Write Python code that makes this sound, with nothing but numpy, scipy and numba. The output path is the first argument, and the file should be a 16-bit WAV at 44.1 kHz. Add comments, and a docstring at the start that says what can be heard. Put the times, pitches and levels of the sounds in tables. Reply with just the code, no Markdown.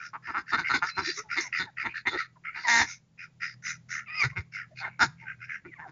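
"""Short pulsed quacks and hoarse, rattling rasps crowd together: a flock of domestic ducks calls on bare ground
beside a pond. Hens' quacks are membrane pulses filtered by throat and mouth resonances, with chest and treble
bands; drakes' rasps are noise modulated by a flapping membrane. Squeals are gliding partials with a second
membrane, clucks and booms are single swells of tone. The surroundings return faint diffuse tails as decaying
noise; a far engine hums as wavering sines and filtered noise, over shaped air noise."""
import sys
import numpy as np
from scipy import signal
from scipy.fft import rfft, irfft, next_fast_len
from scipy.io import wavfile
from scipy.ndimage import uniform_filter1d
from numba import njit

SR = 44100
rng = np.random.default_rng(int(sys.argv[2]) if len(sys.argv) > 2 else 0)


def wav_record(signal):
    """Record a signal, one row per channel, as 16-bit PCM in the file named by sys.argv[1]."""
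    frames = np.transpose(np.atleast_2d(signal))
    bounded = np.clip(frames, -1, 1)
    # unit amplitude maps onto the largest positive 16-bit level
    quanta = np.round(bounded * 32767).astype(np.int16)
    wavfile.write(sys.argv[1], SR, quanta)


N = 260631
TIME = np.arange(N) / SR


def undb(db):
    """Logarithmic level: decibels become an amplitude ratio."""
    return 10 ** (np.asarray(db) / 20)


def noise(count):
    """White noise: independent Gaussian samples carry equal power at all frequencies."""
    return rng.standard_normal(count)


def curves(rows, t):
    """Linear interpolation: the columns of a table, joined by straight lines over its first column."""
    s, *columns = np.transpose(rows)
    return [np.interp(t, s, c) for c in columns]


def span(start, length):
    """Gating: times of a call, the share of it gone by, and a gate with edges of a few milliseconds."""
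    margin = .01  # s
    t = TIME[(TIME > start - margin) & (TIME < start + length + margin)]
    to_nearest_end = np.minimum(t - start, start + length - t)
    gate = np.clip(to_nearest_end / 0.0025 + 1.1, 0, 1)
    return t, np.clip((t - start) / length, 0, 1), gate


def add(out, t, x):
    """Superposition: pressures sum, so x is mixed into out from time t[0] on."""
    i = int(round(t[0] * SR))
    out[i:i + len(x)] += x[:N - i]


def band(x, lo_hz, hi_hz):
    """Band limitation: a steep Butterworth band-pass."""
    return signal.sosfilt(signal.butter(4, [lo_hz, hi_hz], "band", fs=SR, output="sos"), x)


def colour(x, points):
    """Spectral shaping: each frequency is weighted by a (f/Hz, level/dB) curve, straight in log frequency."""
    size = next_fast_len(len(x), True)
    hz, db = np.transpose(points)
    f = np.maximum(np.arange(size // 2 + 1) * SR / size, 1)
    gain = undb(np.interp(np.log(f), np.log(hz), db))
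    return irfft(rfft(x, size) * gain, size)[:len(x)]


def steady(x, size=900):
    """Normalisation by running power: the level is brought to one over size samples, single pulses kept."""
    power = uniform_filter1d(uniform_filter1d(x * x, size), size)
    return x / np.sqrt(np.abs(power) + 1e-18)


def wander(t, rate):
    """Random modulation: lines join Gaussian knots, rate per second, with a spread near one."""
    knots = np.arange(t[0], t[-1] + 2 / rate, 1 / rate)
    return np.interp(t, knots, noise(len(knots)))


def swept_phase(hz):
    """Phase is the time integral of frequency (rad)."""
    return 2 * np.pi * np.cumsum(hz) / SR


@njit
def resonate(x, hz, width):
    """Damped resonance: a state-variable band-pass whose centre may move every sample."""
    y, b, l = np.empty(len(x)), 0., 0.
    for i in range(len(x)):
        g, k = np.tan(np.pi * hz[i] / SR), width / hz[i]
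        v = (b + g * (x[i] - l)) / (1 + g * (g + k))
        b, l, y[i] = 2 * v - b, l + 2 * g * v, k * v
    return y


def throat(t, source, resonances, drift, sag, arch=0):
    """Source-filter principle: parallel resonances drift singly, and arch and sink together over the call."""
    v = np.linspace(-1, 1, len(t))
    shape = 1 - sag * v + arch * (.25 - v ** 2)
    out = 0
    for hz, width_hz, db in resonances:
        gain = undb(db + 2 * wander(t, 45))  # each swells and sinks on its own
        centre_hz = hz * shape * (1 + drift * wander(t, 28))
        out = out + gain * resonate(source, centre_hz, float(width_hz))
    return out


def effort(t, attack, hold, release, start_db, end_db):
    """Driving pressure: the push of air, in dB re its peak, swells fast, rounds off, holds and gives out."""
    rising = np.clip(1 - t / attack, 0, 1)
    falling = np.clip((t - attack - hold) / release, 0, 1)
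    return start_db * rising ** 1.3 + end_db * falling ** 1.05  # power 1 would be straight in dB


def syrinx(t, hz, jitter, shimmer_db, air, puff):
    """Self-oscillation: membranes snap shut unevenly once a cycle, each snap followed by turbulent air."""
    phase = np.cumsum(hz * (1 + jitter * wander(t, np.mean(hz)))) / SR
    cycle = phase.astype(int)
    since_snap = phase % 1 * SR / hz  # samples, near enough
    size = undb(shimmer_db * noise(cycle[-1] + 1)[cycle])
    # each snap is shared between two samples to place it between them
    snaps = np.diff(cycle + np.minimum(since_snap, 1), prepend=0)
    snaps = np.where(since_snap < 2, snaps, 0) * (cycle > 0)
    puffs = np.exp(-(phase % 1) / puff) * noise(len(t))
    return size * (snaps / snaps.std() + air * puffs / puffs.std())


def rattle(t, hz, jitter, depth):
    """Flow modulation: a slack membrane flaps, its rate and the force of the air wandering."""
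    phase = np.cumsum(hz * (1 + jitter * wander(t, hz))) / SR + rng.random()
    flap = (.5 + .5 * np.cos(2 * np.pi * phase)) ** 2
    flow = (1 - depth + depth * flap) * undb(2 * wander(t, 107.2))
    return flow / np.sqrt(np.mean(flow ** 2))


def whistle(t, hz, first_db, second_db, membrane_hz, membrane_db):
    """Coupled oscillators: a tight syrinx gives a few hoarse partials and a second membrane at its own pitch."""
    # bill response to the fourth partial: f/Hz, level re second partial/dB, before weak calls lose more
    bill_response = [(3500, -28.5), (4600, -23), (5000, -1.5), (5400, -16)]
    phase = swept_phase(hz * (1 + .02 * wander(t, 500)))
    bill_db, = curves(bill_response, 4 * hz)
    fourth_db = bill_db + 1.7 * np.minimum(second_db + 35, 0)
    fifth_db = -20 + 1.5 * np.minimum(second_db + 28, 0)
    upper = np.sin(2 * phase)
    upper = upper + undb(-29) * np.sin(3 * phase + wander(t, 700))
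    upper = upper + undb(fourth_db) * np.sin(4 * phase + .5 * wander(t, 600))
    upper = upper + undb(fifth_db) * np.sin(5 * phase + 2.5 * wander(t, 1200))
    membrane_phase = swept_phase(membrane_hz * (1 + .025 * wander(t, 400)))
    second_membrane = undb(membrane_db - 1 + 2 * wander(t, 90)) * np.sin(membrane_phase)
    tone = undb(first_db) * np.sin(phase) + undb(second_db) * upper + second_membrane
    hoarse = 1 + .33 * wander(t, 1100)
    return np.sqrt(2) * tone * hoarse * undb(2 * wander(t, 200))


def background():
    """Broadband and tonal noise: quiet air is shaped noise, a far engine is wavering orders and a rumble."""
    # spectrum of open air, its shape only: f/Hz, level/dB
    air_spectrum = [(25, -15), (60, -9.5), (120, -2.5), (200, -6.5), (320, -15.5), (700, -21), (1500, -27),
                    (3000, -29), (6500, -31), (8000, -24)]
    # engine orders: f/Hz, relative level/dB
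    engine_orders = [(123.5, 8.5), (163, 5.5), (205, -5)]
    # swell of the engine: t/s, level/dB
    engine_swell = [(0, -69), (2.3, -68), (3.3, -68), (3.55, -65.5), (3.75, -58.5), (3.9, -59.5),
                    (4.2, -64.5), (5.2, -58.5), (5.9, -69)]
    air_db, rumble_db = -65, -6  # rumble re the swell
    air = colour(noise(N), air_spectrum)
    breeze = undb(1.8 * wander(TIME, 3) + 1.5 * wander(TIME, 11))
    swell_db, = curves(engine_swell, TIME)
    hum = 0
    for hz, db in engine_orders:
        gain = undb(db - 3.5 + 3.5 * wander(TIME, 14) + 2 * wander(TIME, 5))
        hum = hum + gain * np.sin(2 * np.pi * hz * TIME + wander(TIME, 14))
    rumble = band(noise(N), 80, 190)
    engine = undb(swell_db) * (hum + undb(rumble_db) * rumble / rumble.std())
    return air / air.std() * undb(air_db) * breeze + engine


def outdoors(x):
    """Diffuse scattering: rough ground smears each pulse; bank and trees add faint, exponentially dying tails."""
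    t = TIME[:SR]
    out = x
    # ground, scatter, shore: level/dB and time to decay by 60 dB/s
    for db, t60 in (-7, 0.036), (-19, 0.24), (-38, 0.11):
        tail = noise(SR) * np.exp(-np.log(1000) * t / t60) * (t > .001)
        out = out + undb(db) * signal.fftconvolve(x, tail / np.linalg.norm(tail))[:N]
    return out


def clucks():
    """Harmonic synthesis: soft nasal notes of three partials and low booms of one, each swelling once."""
    # clucks: t/s, length/s, first f/Hz, last f/Hz, relative level/dB, third partial re first/dB
    cluck_rows = [(1.059, 0.062, 288, 380, -41.5, -21), (1.163, 0.064, 359, 450, -48.5, 5.5),
                  (1.359, .065, 271, 381, -43, -10), (4.702, 0.046, 723, 546, -61, -15),
                  (5.651, 0.068, 260, 343, -55.5, -40)]
    # low, short booms: t/s, length/s, f/Hz, relative level/dB
    boom_rows = [(4.238, 0.053, 120, -34.5), (4.295, 0.041, 132, -45), (4.368, 0.051, 120, -39),
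                 (5.04, 0.075, 128, -45)]
    out = np.zeros(N)
    for start, length, first_hz, last_hz, db, third_db in cluck_rows:
        u = np.linspace(0, 1, int(length * SR))
        glide_hz = first_hz + (last_hz - first_hz) * u
        phase = swept_phase(glide_hz * (1 + 0.11 * wander(u * length, 350)))
        tone = np.sin(phase) + undb(-32.0) * np.sin(2 * phase) + undb(third_db) * np.sin(3 * phase)
        add(out, [start], undb(db) * np.sin(np.pi * u) ** 2 * tone * 2)
    for start, length, hz, db in boom_rows:
        u = np.linspace(0, 1, int(length * SR))
        phase = swept_phase(hz * (1 + .15 * (.5 - u) + 0.15 * wander(u * length, 150)))
        add(out, [start], undb(db) * np.sin(np.pi * u) ** 2 * np.sin(phase) * 2)
    return out


def squeak():
    """Frequency modulation: one thin, high tone and a lower companion waver in pitch and level."""
    start, length, hz, db = 0.895, .14, 4090, -46  # s, s, Hz, dB
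    out = np.zeros(N)
    t, _, gate = span(start, length)
    phase = swept_phase(hz * (1 + .016 * wander(t, 500)))
    lower = undb(-5) * np.sin(0.63 * phase + .7 * wander(t, 200))
    add(out, t, gate * undb(db + 4 * wander(t, 150)) * (np.sin(phase) + lower))
    return out


def squeals():
    """Membrane tension sets pitch: short squeals glide, and one drawn-out squeal swells into a quack."""
    # short squeals: t/s, attack/s, release/s, first f/Hz, last f/Hz, bend of the glide (over 1 moves late),
    # first partial level/dB, second partial level/dB, second membrane relative level/dB
    squeal_rows = [(1.238, 0.017, 0.038, 920, 825, .7, -55, -79, -74),
                   (1.425, 0.026, 0.033, 1063, 820, 2.8, -46.5, -58, -62),
                   (1.658, 0.02, 0.024, 999, 754, 1.18, -48, -51, -58),
                   (2.127, .016, .018, 987, 768, 0.87, -44, -42, -58),
                   (2.359, 0.011, 0.0067, 1084, 910, 1.3, -50, -76, -70),
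                   (2.64, 0.016, .05, 1085, 864, 0.49, -34, -30.5, -53),
                   (4.32, .012, 0.022, 1050, 1100, 1.1, -50.5, -61, -70),
                   (4.829, 0.022, 0.029, 1073, 685, 4, -36.5, -37, -38.5),
                   (5.215, 0.025, 0.036, 924, 817, 1.9, -52.5, -67, -66),
                   (5.672, .016, .025, 1210, 1086, 2, -80, -54, -76),
                   (5.715, 0.024, 0.0081, 1042, 940, 1.1, -83, -44, -74),
                   (5.751, 0.016, 0.038, 1246, 870, 0.83, -57, -53, -69),
                   (5.814, 0.017, 0.024, 1068, 890, 2.6, -43, -70, -40.5),
                   (5.849, 0.017, 0.015, 836, 714, 0.86, -43.5, -59, -60)]
    # long squeal: t/s, f/Hz, first partial level/dB, second partial level/dB,
    # second membrane f/Hz, second membrane relative level/dB
    wail = [(4.06, 1336, -68, -60, 2250, -53.5), (4.087, 1180, -51, -41, 1800, -54),
            (4.121, 1243, -51.5, -43.5, 1930, -38), (4.191, 1263, -42, -34, 2100, -40),
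            (4.219, 1164, -34, -24, 1990, -32), (4.235, 1028, -43, -26, 1900, -34)]
    edge_db, membrane_ratio = -12.5, 1.7  # level at both ends re peak; second membrane's pitch re the first
    out = np.zeros(N)
    for start, attack, release, first_hz, last_hz, bend, first_db, second_db, membrane_db in squeal_rows:
        t, u, gate = span(start, attack + release)
        push_db = effort(t - start, attack, 0, release, edge_db, edge_db)
        hz = first_hz + (last_hz - first_hz) * u ** bend
        tone = whistle(t, hz, first_db + push_db, second_db + push_db,
                       membrane_ratio * hz, membrane_db + push_db)
        add(out, t, gate * tone)
    t, _, gate = span(wail[0][0], wail[-1][0] - wail[0][0])
    add(out, t, gate * whistle(t, *curves(wail, t)))
    return out


def drakes():
    """Modulated turbulence: flaps of hoarse air ring throat, mouth and bill, which slide together, under a hiss."""
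    # rasps: t/s, attack/s, hold/s, release/s, level/dB, hiss re level just past the end/dB,
    # hiss gain over the call/dB, mouth f/Hz, its slide over the call/Hz, throat f/Hz,
    # throat re mouth/dB, bill re mouth/dB (both at 0.4 of the call), hiss f/Hz, hiss spread/Hz
    rasp_rows = [(-.019, 0.017, 0.065, 0.043, -43, 5.5, 29.5, 1700, -100, 1394, 6, -3, 5300, 905),
                 (0.224, 0.041, 0.02, 0.14, -40, -22, -5.5, 1730, -100, 1350, -10, -18, 5000, 400),
                 (0.462, 0.041, 0.0073, 0.044, -36, -6, 11.5, 1820, 48, 1550, -10, -26, 4910, 700),
                 (0.628, 0.022, 0.039, 0.015, -32, -7.5, 27.5, 2040, 104.5, 1540, -8, -12, 4900, 600),
                 (.845, 0.026, 0.026, 0.032, -36, -3.5, 5.5, 1770, 150, 1405, -9.5, -26, 5040, 1000),
                 (.932, 0.062, 0.0083, 0.02, -42.5, 6.5, 18.5, 2240, 55, 1440, -5, -1, 4950, 704),
                 (1.002, 0.061, 0.037, 0.063, -33, 4, 10, 1800, 353, 1557, -11.5, -6, 4730, 1620),
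                 (1.138, 0.049, 0.0037, 0.05, -39.5, -5.5, -12, 1974, -250, 1360, -26, -9, 5930, 1000),
                 (1.289, 0.025, 0.025, 0.06, -32.5, 5, 25, 2010, 102, 1440, -0.5, -1, 4950, 351),
                 (1.399, 0.0094, .062, 0.043, -42.5, -16.5, -22.5, 2065, -100, 1440, -13, -7, 5840, 997),
                 (1.521, 0.0094, 0.056, 0.041, -29.5, 2.5, 26.5, 1950, -200, 1330, -10.5, -5, 4800, 700),
                 (1.765, 0.014, 0.049, 0.02, -33, -9, 20.5, 1940, -200, 1310, -5.5, -1, 4780, 450),
                 (1.876, 0.015, 0.03, 0.027, -43.5, -26, 1, 2370, 201, 1400, -14, 11.5, 4300, 800),
                 (1.935, 0.014, 0.032, .039, -34.5, -1, 23, 1780, 50, 1480, -21.5, -13, 4200, 600),
                 (2.155, 0.028, 0.019, 0.066, -29.5, -9, 7, 1926, -85, 1330, -5, -17, 4190, 810),
                 (2.439, 0.014, 0.042, 0.037, -38, -37, -2, 2010, 53, 1380, -7, -21.5, 4970, 1190),
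                 (2.516, 0.043, 0.017, 0.12, -38, 23.5, 53.5, 1960, 150, 1566, -5, -2, 4700, 1000),
                 (2.828, 0.054, 0.043, 0.058, -45.5, 5.5, 6.5, 2124, 98, 1460, -11.5, -5.5, 5770, 1200),
                 (3.176, 0.02, 0.047, 0.038, -43.5, -8.5, 10.5, 1914, -200, 1426, -1, 3, 5220, 400),
                 (3.401, 0.024, 0.024, 0.093, -32, 0.5, 17, 1900, -55, 1444, -10.5, -11.5, 5020, 300),
                 (3.625, 0.038, 0.047, 0.06, -35, -2, 4, 1940, -45, 1443, -4, -8, 5860, 1310),
                 (3.888, 0.031, 0.07, 0.062, -35, -24, -19, 1920, -59, 1398, -7.5, -24, 5880, 1200),
                 (4.289, .01, .002, 0.031, -41.5, -7, 20, 2000, -45, 1450, -14.5, -12, 5600, 902),
                 (4.518, 0.033, 0.066, .05, -38.5, -33, -23.5, 1963, -480, 1474, -7, -15.5, 5130, 505),
                 (4.754, 0.031, 0.025, 0.032, -42.5, 0.5, 10, 2150, -100, 1550, -2.5, 6.5, 4460, 700),
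                 (4.878, 0.016, .034, 0.14, -59, -30.5, 6, 2180, -300, 1480, -11, -6, 4360, 1000),
                 (5.173, 0.036, 0.03, .023, -51.5, -24, -3, 2110, -200, 1500, -20, -14, 5200, 1200),
                 (5.248, 0.034, 0.025, 0.05, -37.5, -31, 16, 2005, -46, 1580, 5.5, -4.5, 5500, 900),
                 (5.392, 0.031, 0.025, .045, -43.5, -12, 13.5, 2060, 54, 1580, 5.5, -0.5, 5250, 500),
                 (5.48, 0.016, 0.058, 0.045, -36, -20.5, 12.5, 1960, -100, 1650, 0.5, -8.5, 5680, 1220)]
    start_db, end_db = -22.5, -26  # effort at both ends re peak
    flap_hz, rush_db = 78, -26  # rush: even noise under the hiss resonances
    dulling_db = 6  # the bill loses this over the call, the throat gains half of it
    out = np.zeros(N)
    for (start, attack, hold, release, peak_db, hiss_db, hiss_growth_db, mouth_hz, slide_hz,
         throat_hz, throat_db, bill_db, hiss_hz, hiss_width_hz) in rasp_rows:
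        t, u, gate = span(start, attack + hold + release)
        db = peak_db + effort(t - start, attack, hold, release, start_db, end_db)
        flow = rattle(t, flap_hz, jitter=.2, depth=.68)
        dulled_db = dulling_db * (u - .4)
        tract = [(throat_hz, 120, throat_db + dulled_db / 2),
                 (mouth_hz, 130, 0),
                 (2450, 95, bill_db - dulled_db)]
        mouth = 0
        for resonance in tract:  # each is driven by its own turbulence
            turbulence = flow * noise(len(t))
            mouth = mouth + throat(t, turbulence, [resonance], drift=.025,
                                   sag=-slide_hz / mouth_hz / 2, arch=.04)
        mouth = steady(band(mouth, 1265, 3200), size=300) * flow ** 0.53  # flaps restored after levelling
        mouth = steady(band(mouth, 1130, 2750))
        rush = (flow + 1.4) * noise(len(t))
        peaks = [(hiss_hz - .4 * hiss_width_hz, 200, -5), (hiss_hz, 200, 0),
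                 (hiss_hz + .4 * hiss_width_hz, 200, -5), (3900, 150, -13)]
        hiss = undb(rush_db) * rush + throat(t, rush, peaks, drift=.015, sag=.01, arch=.02)
        hiss = steady(band(hiss, 3400, 7000))
        hiss_gain = undb(hiss_db + hiss_growth_db * (u - 1.09))
        add(out, t, gate * undb(db) * (mouth + hiss_gain * hiss))
    return out


def hens():
    """Pulse excitation of sliding resonances: ragged pulses ring the tract; a held call settles into a buzz."""
    # quacks: t/s, attack/s, hold/s, release/s, level/dB, treble re level/dB, treble gain over the call/dB,
    # treble f/Hz, chest re level/dB, chest f/Hz, throat f/Hz, throat re mouth/dB, mouth f/Hz,
    # mouth width/Hz, side f/Hz, side re mouth/dB, sinking of these either side of mid-call/share, pitch f/Hz
    quack_rows = [(0.133, 0.0035, 0.025, 0.019, -36, -36.5, -8, 4800, -21.5, 230, 1000, 4, 1230, 161, 1800, -18.5, 0.13, 250),
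                  (0.271, 0.02, 0.016, 0.026, -36, -27.5, 26, 5100, -12, 260, 1030, 1, 1230, 200, 1800, -4.5, .1, 234),
                  (.338, 0.012, 0.036, 0.036, -29.5, -28.5, 29, 5000, -16, 260, 1134, -7.5, 1380, 180, 1720, -8, -0.09, 228.7),
                  (.519, .015, .022, .016, -24, -14, 1.5, 4070, -13, 248, 1100, -16.5, 1350, 200, 1740, -1, -0.076, 220),
                  (.568, .02, 0.0086, 0.048, -28, -13.5, 4, 4400, -11, 227, 1053, -11, 1480, 128, 2140, -6, 0.024, 178.4),
                  (0.694, .004, 0.023, 0.025, -26, -12.5, 5, 4170, -18, 200, 1015, -17, 1380, 200, 1780, -2.5, 0.045, 145.3),
                  (.727, .015, 0.014, 0.036, -24, -11, 18, 4520, -9, 232, 1040, -2.5, 2000, 418, 1465, 6.5, 0.00054, 257.6),
                  (.82, 0.0022, 0.018, .036, -25.5, -26, 28, 4930, -19, 180, 990, -8.5, 1354, 218, 1670, -13, -0.019, 183.8),
                  (0.968, 0.015, 0.007, .052, -27, -21.5, 14, 4900, -7, 274, 1040, -5, 1440, 260, 1850, -22, -0.044, 215),
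                  (1.359, .019, 0.0087, 0.054, -26.5, -10.5, 7.5, 4520, -20.5, 316, 1154, -11.5, 1786, 200, 2026, -0.5, 0.11, 216.3),
                  (1.588, .014, 0.015, 0.044, -30, -8, 6, 3990, -8, 218, 1053, -17.5, 1800, 280, 1454, -1.5, 0.051, 200),
                  (1.838, .023, 0.0072, 0.031, -28.5, -20.5, 8, 3900, -10.5, 240, 1020, -8.5, 1860, 261, 1330, -10, .03, 210.4),
                  (2.056, .019, 0.0056, 0.023, -22.5, -14.5, 30, 3600, -15.5, 289, 1000, -15, 1885, 169.4, 2255, -10.5, 0.034, 269.8),
                  (2.102, .044, 0.016, 0.018, -34, -12.5, -23, 3900, -6, 400, 893, -7, 1330, 154, 1860, 6, 0.042, 198.2),
                  (2.552, 0.0081, 0.033, 0.057, -42.5, -14, 3.5, 4450, -17, 233, 1000, -10.5, 1750, 251, 1242, -4.5, 0, 199.2),
                  (2.67, .017, .13, .047, -21.5, -9, 1.5, 5730, -19, 247, 938, -9.5, 1840, 187.3, 1672, -12, .005, 239.9),
                  (4.229, 0.0089, 0.0098, 0.035, -25.5, -11.5, 2, 5020, -10.5, 153, 1475, -1.5, 1940, 223, 2140, -10.5, 0.0086, 240.6),
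                  (4.358, 0.014, 0.0043, 0.044, -31.5, -22.5, 20, 5150, -4.5, 141.5, 1500, -5, 2003, 290, 2305, -7.5, 0.069, 199.6),
                  (4.802, 0.019, 0.057, 0.036, -38.5, -22.5, -5, 3970, -16.5, 180, 850, -3.5, 1510, 244, 2110, -5.5, -0.036, 180.5),
                  (4.993, .025, 0.014, .036, -19, -11, 13, 5400, -14.5, 227, 896, -4.5, 1412, 217, 1640, -5, -0.02, 243.5),
                  (5.645, 0.0073, 0.014, 0.024, -49, -31, 23.5, 5000, 3.5, 274, 1455, -7, 1860, 140, 2340, -7.5, -0.012, 173.6),
                  (5.784, 0.011, 0.011, 0.052, -43, -35, 6, 5400, -8.5, 200, 920, 1.5, 1600, 160, 1810, -24, -0.041, 165),
                  (5.866, 0.021, 0.0098, 0.021, -52.5, -18, 0, 5200, -2.5, 228, 1030, 2, 1480, 300, 1850, -18, 0.0091, 156.3)]
    # narrow throat and bill resonances: f/Hz, width/Hz, relative level/dB
    narrow = [(271, 25, -8.5), (477, 260, -10.5), (1030, 400, -1), (1230, 120, -2), (1410, 48, -1),
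              (1750, 40, -1.5), (1730, 29, 0.5), (2600, 860, -5), (3620, 240, -0.5), (4000, 34, -24),
              (5000, 43, -13), (4800, 72, -23.5), (6240, 83, -14), (6660, 1100, -9.5)]
    start_db, end_db = -16, -24.5  # effort at both ends re peak
    octaves_per_db, arch_octaves, waver_octaves = .015, .13, .02  # pitch: with effort, mid-call rise, drift
    settle_s = .045  # time to settle into a regular buzz, and to break up again before the fade
    narrow_db, chest_growth_db = -19, 15.5  # narrow resonances in the voice; chest gain over the call
    out = np.zeros(N)
    for (start, attack, hold, release, peak_db, treble_db, treble_growth_db, bill_hz, chest_db, chest_hz,
         throat_hz, throat_db, mouth_hz, mouth_width_hz, side_hz, side_db, sag, pitch_hz) in quack_rows:
        length = attack + hold + release
        t, u, gate = span(start, length)
        push_db = effort(t - start, attack, hold, release, start_db, end_db)
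        arch = arch_octaves * (2 * u - 1) ** 2
        hz = pitch_hz * 2 ** (octaves_per_db * push_db - arch + waver_octaves * wander(t, 35))
        late = u - (attack + hold / 2) / length  # zero in the middle of the hold
        to_edge = np.minimum(t - start, start + attack + hold - t)
        slack = 1 - np.clip(to_edge / settle_s, 0, 1)  # 1 = ragged, 0 = regular
        source = syrinx(t, hz, jitter=.021 + .11 * slack, shimmer_db=1.7 + 1.7 * slack,
                        air=.36 - .14 * slack, puff=.2)

        tract = [(throat_hz, 140, throat_db), (mouth_hz, mouth_width_hz, 0), (side_hz, 57, side_db)]
        voice = throat(t, source, tract, drift=.012 + .015 * slack, sag=sag, arch=.04)
        voice = voice + undb(narrow_db) * throat(t, source, narrow, drift=.04, sag=sag)
        mouth = steady(band(voice, 772, 2510), size=600)
        full = steady(band(np.tanh(.25 * mouth), 600, 2900))  # soft clipping of the peaks

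        # treble: pulsed turbulence rings the bill
        pulsed = np.tanh(source / 8) * (4 + 2.5 * noise(len(t))) + .4 * noise(len(t))
        turbulence = throat(t, pulsed, narrow, drift=.04, sag=.005)
        ring = resonate(turbulence, np.full(len(t), float(bill_hz)), 900.) / .5
        treble = steady(band(.5 * turbulence + ring, 3500, 6800))
        treble = undb(treble_db + treble_growth_db * late) * treble

        # the chest comes late and outlasts the mouth tone
        airy = source + (.3 + .6 * slack) * noise(len(t))
        body = band(airy, .68 * chest_hz, 1.35 * chest_hz)
        body = body + .22 * band(airy, 330, 510) + .5 * band(airy, 70, 130)
        chest = undb(chest_db + chest_growth_db * (u - .42)) * steady(body, size=500)
        add(out, t, gate * undb(peak_db + push_db) * (full + treble + chest))
    return out


def scene():
    """Superposition at one point: calls with their scattered tails, plus background, alike in both channels."""
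    calls = hens() + drakes() + squeals() + squeak() + clucks()
    mono = outdoors(calls) + background()
    return np.array([mono, mono])


def record(dry):
    """Band limitation: a steep elliptic low-pass removes the sound above 7100 Hz."""
    return signal.sosfilt(signal.ellip(8, .3, 70, 7100, fs=SR, output="sos"), dry)


dry = scene()
out = record(dry)
wav_record(out)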